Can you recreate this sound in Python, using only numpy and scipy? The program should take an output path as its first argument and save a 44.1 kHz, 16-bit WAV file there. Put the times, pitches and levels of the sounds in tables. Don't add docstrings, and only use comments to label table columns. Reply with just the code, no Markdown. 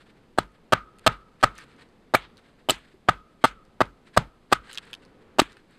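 import sys
import numpy as np
from scipy import signal
from scipy.fft import rfft, irfft
from scipy.io import wavfile
from scipy.ndimage import uniform_filter1d

SR = 44100
rng = np.random.default_rng(int(sys.argv[2]) if len(sys.argv) > 2 else 0)


def transcribe(u):
    v = np.clip(np.atleast_2d(u).T, -1, 1)
    q = np.round(v * 32767).astype(np.int16)
    wavfile.write(sys.argv[1], SR, q)


def boost(x):
    u = np.asarray(x, float) / 20
    return 10 ** u


N = 254898
LAG_S = .00783

# centre f/Hz, width/Hz, level/dB
LOG_BODY = [(605, 200, .5), (915, 260, 2.5)]
UPPER_RING = [(1518, 240, 4.5), (2030, 400, -3)]
TRUNK_BEND = [(291, 230, -5), (390, 190, -3)]
FINE_FIBRES = [(8200, 830, 0), (12500, 2400, -13)]


def unit(x):
    return x / np.sqrt(np.mean(x ** 2))


def resonate(x, modes):
    out = 0
    for k, (hz, width, db) in enumerate(modes):
        b, a = signal.iirpeak(hz, hz / width, SR)
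        out = out + (-1) ** k * boost(db) * signal.lfilter(b, a, x)
    return out


def low_pass(x, order, hz):
    return signal.sosfilt(signal.butter(order, hz, fs=SR, output="sos"), x)


def colour(x, points):
    hz, db = np.transpose(points)
    f = np.arange(len(x) // 2 + 1) * SR / len(x) + 1
    gain = boost(np.interp(np.log(f), np.log(hz), db))
    return unit(irfft(rfft(x) * gain, len(x)))


def walk(rate):
    k = int(SR / rate)
    steps = np.repeat(rng.standard_normal(N // k + 1), k)
    return uniform_filter1d(uniform_filter1d(steps, k), k)[:N]


def grit(size, spread_db):
    return unit(rng.standard_normal(size) * boost(spread_db * rng.exponential(size=size)))


def fall(t, t60):
    return boost(-60 * np.maximum(t, 0) / t60) * (t >= 0)


def add(out, x, s):
    i = int(s * SR)
    out[i:i + len(x)] += x[:N - i]


def wood():
    # f/Hz, level/dB per Hz
    hush_colour = [(22, 6), (70, -6), (220, 0), (976, -14.5), (1400, -19), (4500, -27.5), (6500, -33.5),
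                   (14000, -42)]
    # t/s, level/dB
    breeze_swells = [(0.0, -53), (0.4, -62), (0.7, -55), (1.4, -58), (1.82, -51), (2.14, -58), (2.32, -51),
                     (3.11, -72), (3.6, -58), (4.51, -64), (4.67, -50), (5.55, -51), (5.78, -70)]
    hush = colour(rng.standard_normal(N), hush_colour) * boost(-58.4 + .3 * walk(7.3))
    hush = low_pass(hush, 8, 13300)
    breeze = unit(resonate(rng.standard_normal(N), [(233, 660, -3), (516, 150, 0.5)]))
    breeze = low_pass(breeze, 2, 2500)
    swell_db = np.interp(np.arange(N) / SR, *np.transpose(breeze_swells))
    return hush + breeze * boost(swell_db - 8.5 + 3.0 * walk(8))


def rustle():
    # f/Hz, level/dB per Hz
    leaf_colour = [(530, -42.5), (900, -10), (1600, -1), (2800, -8), (4200, -10), (6400, -25), (8200, -21),
                   (16000, -50)]
    # middle t/s, level/dB, half length/s
    scuffs = [(.015, -58, .015), (.072, -62, .012), (.1, -60, .012), (.175, -67.5, .01), (.43, -53, .008),
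              (.555, -65, .015), (1.047, -60, .008), (1.125, -48, .008), (1.412, -56, .01),
              (1.795, -57.5, .012), (1.823, -56, .012), (2.39, -58, .01), (2.85, -62, .012),
              (2.885, -63, .012), (2.925, -66, .014), (3.425, -57.5, .012), (3.51, -57.5, .006),
              (4.075, -56.5, .014), (4.148, -52, .012), (4.51, -58.5, .008), (4.70, -50.5, .006),
              (4.786, -46, .009), (4.9, -61, .015), (5.033, -60, .01), (5.22, -65.5, .012)]
    # loudest t/s, level/dB, dies by 60 dB in t/s
    shavings = [(1.0, -70, 1.5), (1.6, -52, .55), (2.46, -66, .9), (2.79, -61, .3), (4.70, -60, .4),
                (4.76, -51, .12), (4.87, -62, .4), (4.94, -57, .2), (5.06, -70, .2), (5.52, -56, .35),
                (5.7, -70, 2.5)]
    t = np.arange(N) / SR
    brushes = np.zeros(N)
    for s, db, half in scuffs:
        brushes += boost(db) * np.exp(-((t - s) / half) ** 2)
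    showers = np.full(N, boost(-78))
    rise_t60 = .35
    for s, db, t60 in shavings:
        showers += boost(db - 60 * np.maximum((s - t) / rise_t60, (t - s) / t60))
    patches = boost(4 * walk(60))
    return colour(grit(N, 2.5), leaf_colour) * (patches * showers + brushes)


def face_ring(t, push, contact, ring_hz):
    turns = np.cumsum(ring_hz * (1 - .55 * np.exp(-t / .0015))) / SR
    loudness = 0.34 * fall(t - contact, 0.015) + 0.26 * (t < contact)
    ring = np.sin(2 * np.pi * turns) * loudness
    return ring + .5 * resonate(push, [(ring_hz, 120, 0)]) - boost(-6.5) * resonate(push, UPPER_RING)


def fibre_crack(split, treble_db):
    # centre f/Hz, width/Hz, level/dB
    coarse_fibres = [(2640, 500, 2), (4020, 1500, -1.5)]
    return resonate(split, coarse_fibres) + boost(treble_db) * resonate(split, FINE_FIBRES)


def overload(x, bite, over_db, swing_db):
    x = np.tanh(boost(over_db) * x / np.abs(x).max())
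    x *= (1 - 0.48 * np.exp(-t_of(x) / .004)) * (0.24 + 0.89 * bite)
    return x / np.abs(x).max() - boost(swing_db) * uniform_filter1d(bite, size=200)


def t_of(x):
    return np.arange(len(x)) / SR


def blow(t, solid, weight, crack_db, contact, ring_hz, fine_db):
    bite = fall(t - contact, 0.017) + (t < contact)
    push = grit(len(t), 1.8) * bite + 6.13 * np.exp(-t / .0004)
    ring = face_ring(t, push, contact, ring_hz)
    knock = resonate(push, LOG_BODY) - boost(-3.5 - .55 * weight) * resonate(push, TRUNK_BEND)
    fibres = fibre_crack(grit(len(t), 1.6) * bite, -8 + .7 * fine_db)
    x = ring + boost(-3.5 - .4 * solid) * knock + boost(crack_db - 1.5) * fibres
    return overload(x, bite, 8 + 1.15 * solid, -29 + .9 * weight)


def log_boom(t):
    tones = np.sin(2 * np.pi * 112 * t) + .6 * np.sin(2 * np.pi * 165 * t)
    boom = tones * fall(t, .08) * (1 - np.exp(-t / .003))
    dull = resonate(rng.standard_normal(len(t)), [(167, 120, 7.7)] + TRUNK_BEND + LOG_BODY)
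    dull = low_pass(unit(dull) * fall(t, 0.18), 2, 5000)
    return 1.25 * boom + 0.3 * dull


def ground_thump(t):
    late = np.maximum(t - .025, 0) / 0.026
    rumble = unit(resonate(rng.standard_normal(len(t)), [(60, 120, 0)]))
    shake = np.sin(2 * np.pi * 48 * t) + .35 * rumble
    return shake * late * np.exp(1 - late)


def returned_ring(t, face_db, trunks_db):
    scatter = low_pass(rng.standard_normal(len(t)), 2, 5000)
    swell = 1 - np.exp(-t / .003)
    trunks = unit(resonate(resonate(scatter, [(1260, 90, 0)]), [(1280, 200, 0)]))
    trunks = trunks * (.65 * fall(t, .75) + 2.2 * fall(t, .2)) * swell
    face = unit(resonate(scatter, [(1330, 240, 4)] + UPPER_RING)) * fall(t, .17) * swell
    return boost(face_db) * face + boost(trunks_db) * trunks


def tearing(t, stop, treble_db):
    # f/Hz, level/dB per Hz
    tear_colour = [(350, -45.5), (600, -16.5), (1330, -6.5), (1570, -9), (3630, -8.5), (5710, -17.5),
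                   (8270, -23.5), (16000, -50)]
    tear = colour(grit(len(t), 2.4), tear_colour)
    soft = low_pass(tear, 4, 5000)
    release_db = -9.0 / (1 + np.exp((stop - t) / .008))
    fits = fall(t, .12 + 2.1 * stop) * boost(2.6 * walk(70)[:len(t)] + release_db)
    return (soft + boost(treble_db) * (tear - soft) * fall(t, 0.44)) * fits


def axe():
    # t/s, near microphone level/dB, far microphone level/dB,
    # how solidly the cut face rings/dB, weight driven into the trunk/dB
    blow_list = [(.3770, -22, -4, -38, -25), (0.7228, -11.5, -7, -27, -21), (1.0635, -8, -8, -28, -18),
                 (1.4280, -14, -5, -29, -19), (2.1381, -10.5, -4, -38, -28), (2.6870, -13, -8.5, -50, -31),
                 (3.0782, -42, -6.5, -30, -20), (3.4399, -5, -9.5, -31, -30), (3.8053, -7.5, -6, -38, -24),
                 (4.1647, -20, -3, -36, -15), (4.5165, -23, -4.5, -32, -29), (5.3850, -13, -1.5, -39, -35)]
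    # blade contact/s, crack level/dB, tearing level/dB,
    # free after t/s, fineness of the fibres/dB
    splinter_list = [(.005, -11, -46, .05, 6), (.0052, -15.5, -37, .06, -6), (.006, -6, -36.5, .088, -5),
                     (.0075, -15, -33, .06, .5), (.006, -6, -31, .11, -3), (.014, -5, -29.5, .08, 4),
                     (.0091, -17, -34, .06, -3), (.0069, -13, -35.5, .082, 3.5),
                     (.0055, -14, -44.5, .064, -1), (.0055, -6, -37, .06, 1), (.0085, -9, -35, .065, 1.5),
                     (.0085, -3, -30.5, .074, 1.5)]
    out, t = np.zeros(N), np.arange(SR // 2) / SR
    for hit, splinter in zip(blow_list, splinter_list):
        s, near_db, far_db, face_db, boom_db = hit
        contact, crack_db, tear_db, stop, fine_db = splinter
        solid, weight = face_db + 34, boom_db + 24
        ring_hz = 1290 - 11 * s
        x = blow(t[:SR // 10], solid, weight, crack_db, contact, ring_hz, fine_db)
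        add(out, boost(near_db) * x, s)
        add(out, boost(far_db) * x, s + LAG_S)
        after = boost(boom_db) * log_boom(t)
        after += boost(-45.5 + .4 * weight) * ground_thump(t)
        after += returned_ring(t, face_db, -51 + 1.3 * solid)
        after += boost(tear_db) * tearing(t, stop, fine_db)
        add(out, after, s + LAG_S)
    return out


def chips():
    # t/s, peak level/dB, centre f/Hz, far microphone level/dB
    chip_list = [(.52, -60, 6500, -20), (.986, -45, 7800, 1.5), (.9865, -44, 2900, 1),
                 (1.413, -40, 3550, -8), (1.554, -46, 6500, -12), (1.581, -33, 6300, -7),
                 (1.586, -31, 1670, -10), (1.640, -50, 7950, -12), (1.764, -57, 4500, -12),
                 (1.889, -54, 4000, -8), (2.371, -42, 3700, -1), (2.785, -52, 8000, -8),
                 (3.419, -50, 2970, -14), (3.652, -53, 4500, -13), (3.855, -44, 3500, -10),
                 (4.676, -60, 7540, -7), (4.714, -35, 3146, -1), (4.7305, -29, 7900, -6),
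                 (4.7315, -33, 3000, -8), (4.747, -30, 4500, -2), (4.7752, -18, 3140, -0.5),
                 (4.854, -49, 7500, -20), (4.912, -50, 7950, -20), (4.9313, -25, 2740, -1),
                 (4.950, -30.5, 3500, -24), (5.051, -45.5, 4740, -9), (5.521, -45, 4440, -1),
                 (5.569, -41, 1720, -13), (5.571, -45, 2920, -10), (5.71, -56, 8140, -17)]
    out, t = np.zeros(N), np.arange(SR // 20) / SR
    for s, db, hz, far_db in chip_list:
        t60 = min(60 / hz, .014)
        treble_db = -13 + 4 * np.log2(hz / 4000) - .55 * (db + 45)
        snap = (rng.standard_normal(len(t)) + 7.0 * (t == 0)) * fall(t, t60)
        pitch = resonate(resonate(snap, [(hz, .6 * hz, 0)]), [(hz, .8 * hz, 0)])
        body = resonate(snap, [(1700, 900, 0)])
        treble = resonate(resonate(snap, FINE_FIBRES), [(8700, 4500, 0)])
        x = pitch + .45 * body + boost(treble_db) * treble
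        x *= boost(db) / np.abs(x).max()
        add(out, x, s)
        add(out, boost(far_db) * x, s + LAG_S)
    return out


def snaps():
    # t/s, peak level/dB, f/Hz, dies by 60 dB in t/s
    snap_list = [(2.1415, -14, 1520, .012), (2.1493, -5, 1600, .012), (2.1535, -10, 2300, .02),
                 (2.157, -20, 700, .04), (2.6895, -15.5, 3086, 0.014), (2.6975, -5.5, 2989, .016),
                 (2.7002, -19, 7510, .006), (2.7055, -5, 4150, 0.0033), (2.7071, -9.5, 7740, 0.0081),
                 (2.7142, -23, 4930, 0.0071), (2.7182, -22.5, 345.6, 0.022), (5.4172, -15, 1900, .005),
                 (5.4178, -12, 300, .024), (2.942, -45, 380, 0.063)]
    out, t = np.zeros(N), np.arange(SR // 10) / SR
    for s, db, hz, t60 in snap_list:
        rough = 1 + 0.44 * rng.standard_normal(len(t)) * min(hz / 4000, 1)
        add(out, boost(db) * rough * np.sin(2 * np.pi * hz * t) * fall(t, t60), s)
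    return out


def scene():
    return (wood() + rustle() + axe() + chips() + snaps())[None]


def top_cut(x):
    return signal.sosfilt(signal.butter(12, 16800, fs=SR, output="sos"), x)


def record(dry):
    x = dry - .5 * resonate(dry, [(5650, 600, 0)])
    x = x - .4 * resonate(dry, [(6900, 300, 0)])
    x = x + .15 * resonate(dry, [(8200, 1200, 0)])
    x = signal.sosfilt(signal.butter(1, 15, "high", fs=SR, output="sos"), x)
    size = np.abs(x)
    rounded = np.sign(x) * (.6 + .3 * np.tanh((size - .6) / .3))
    x = np.where(size < .6, x, rounded)
    return top_cut(low_pass(x, 10, 14800))


dry = scene()
out = record(dry)
transcribe(out)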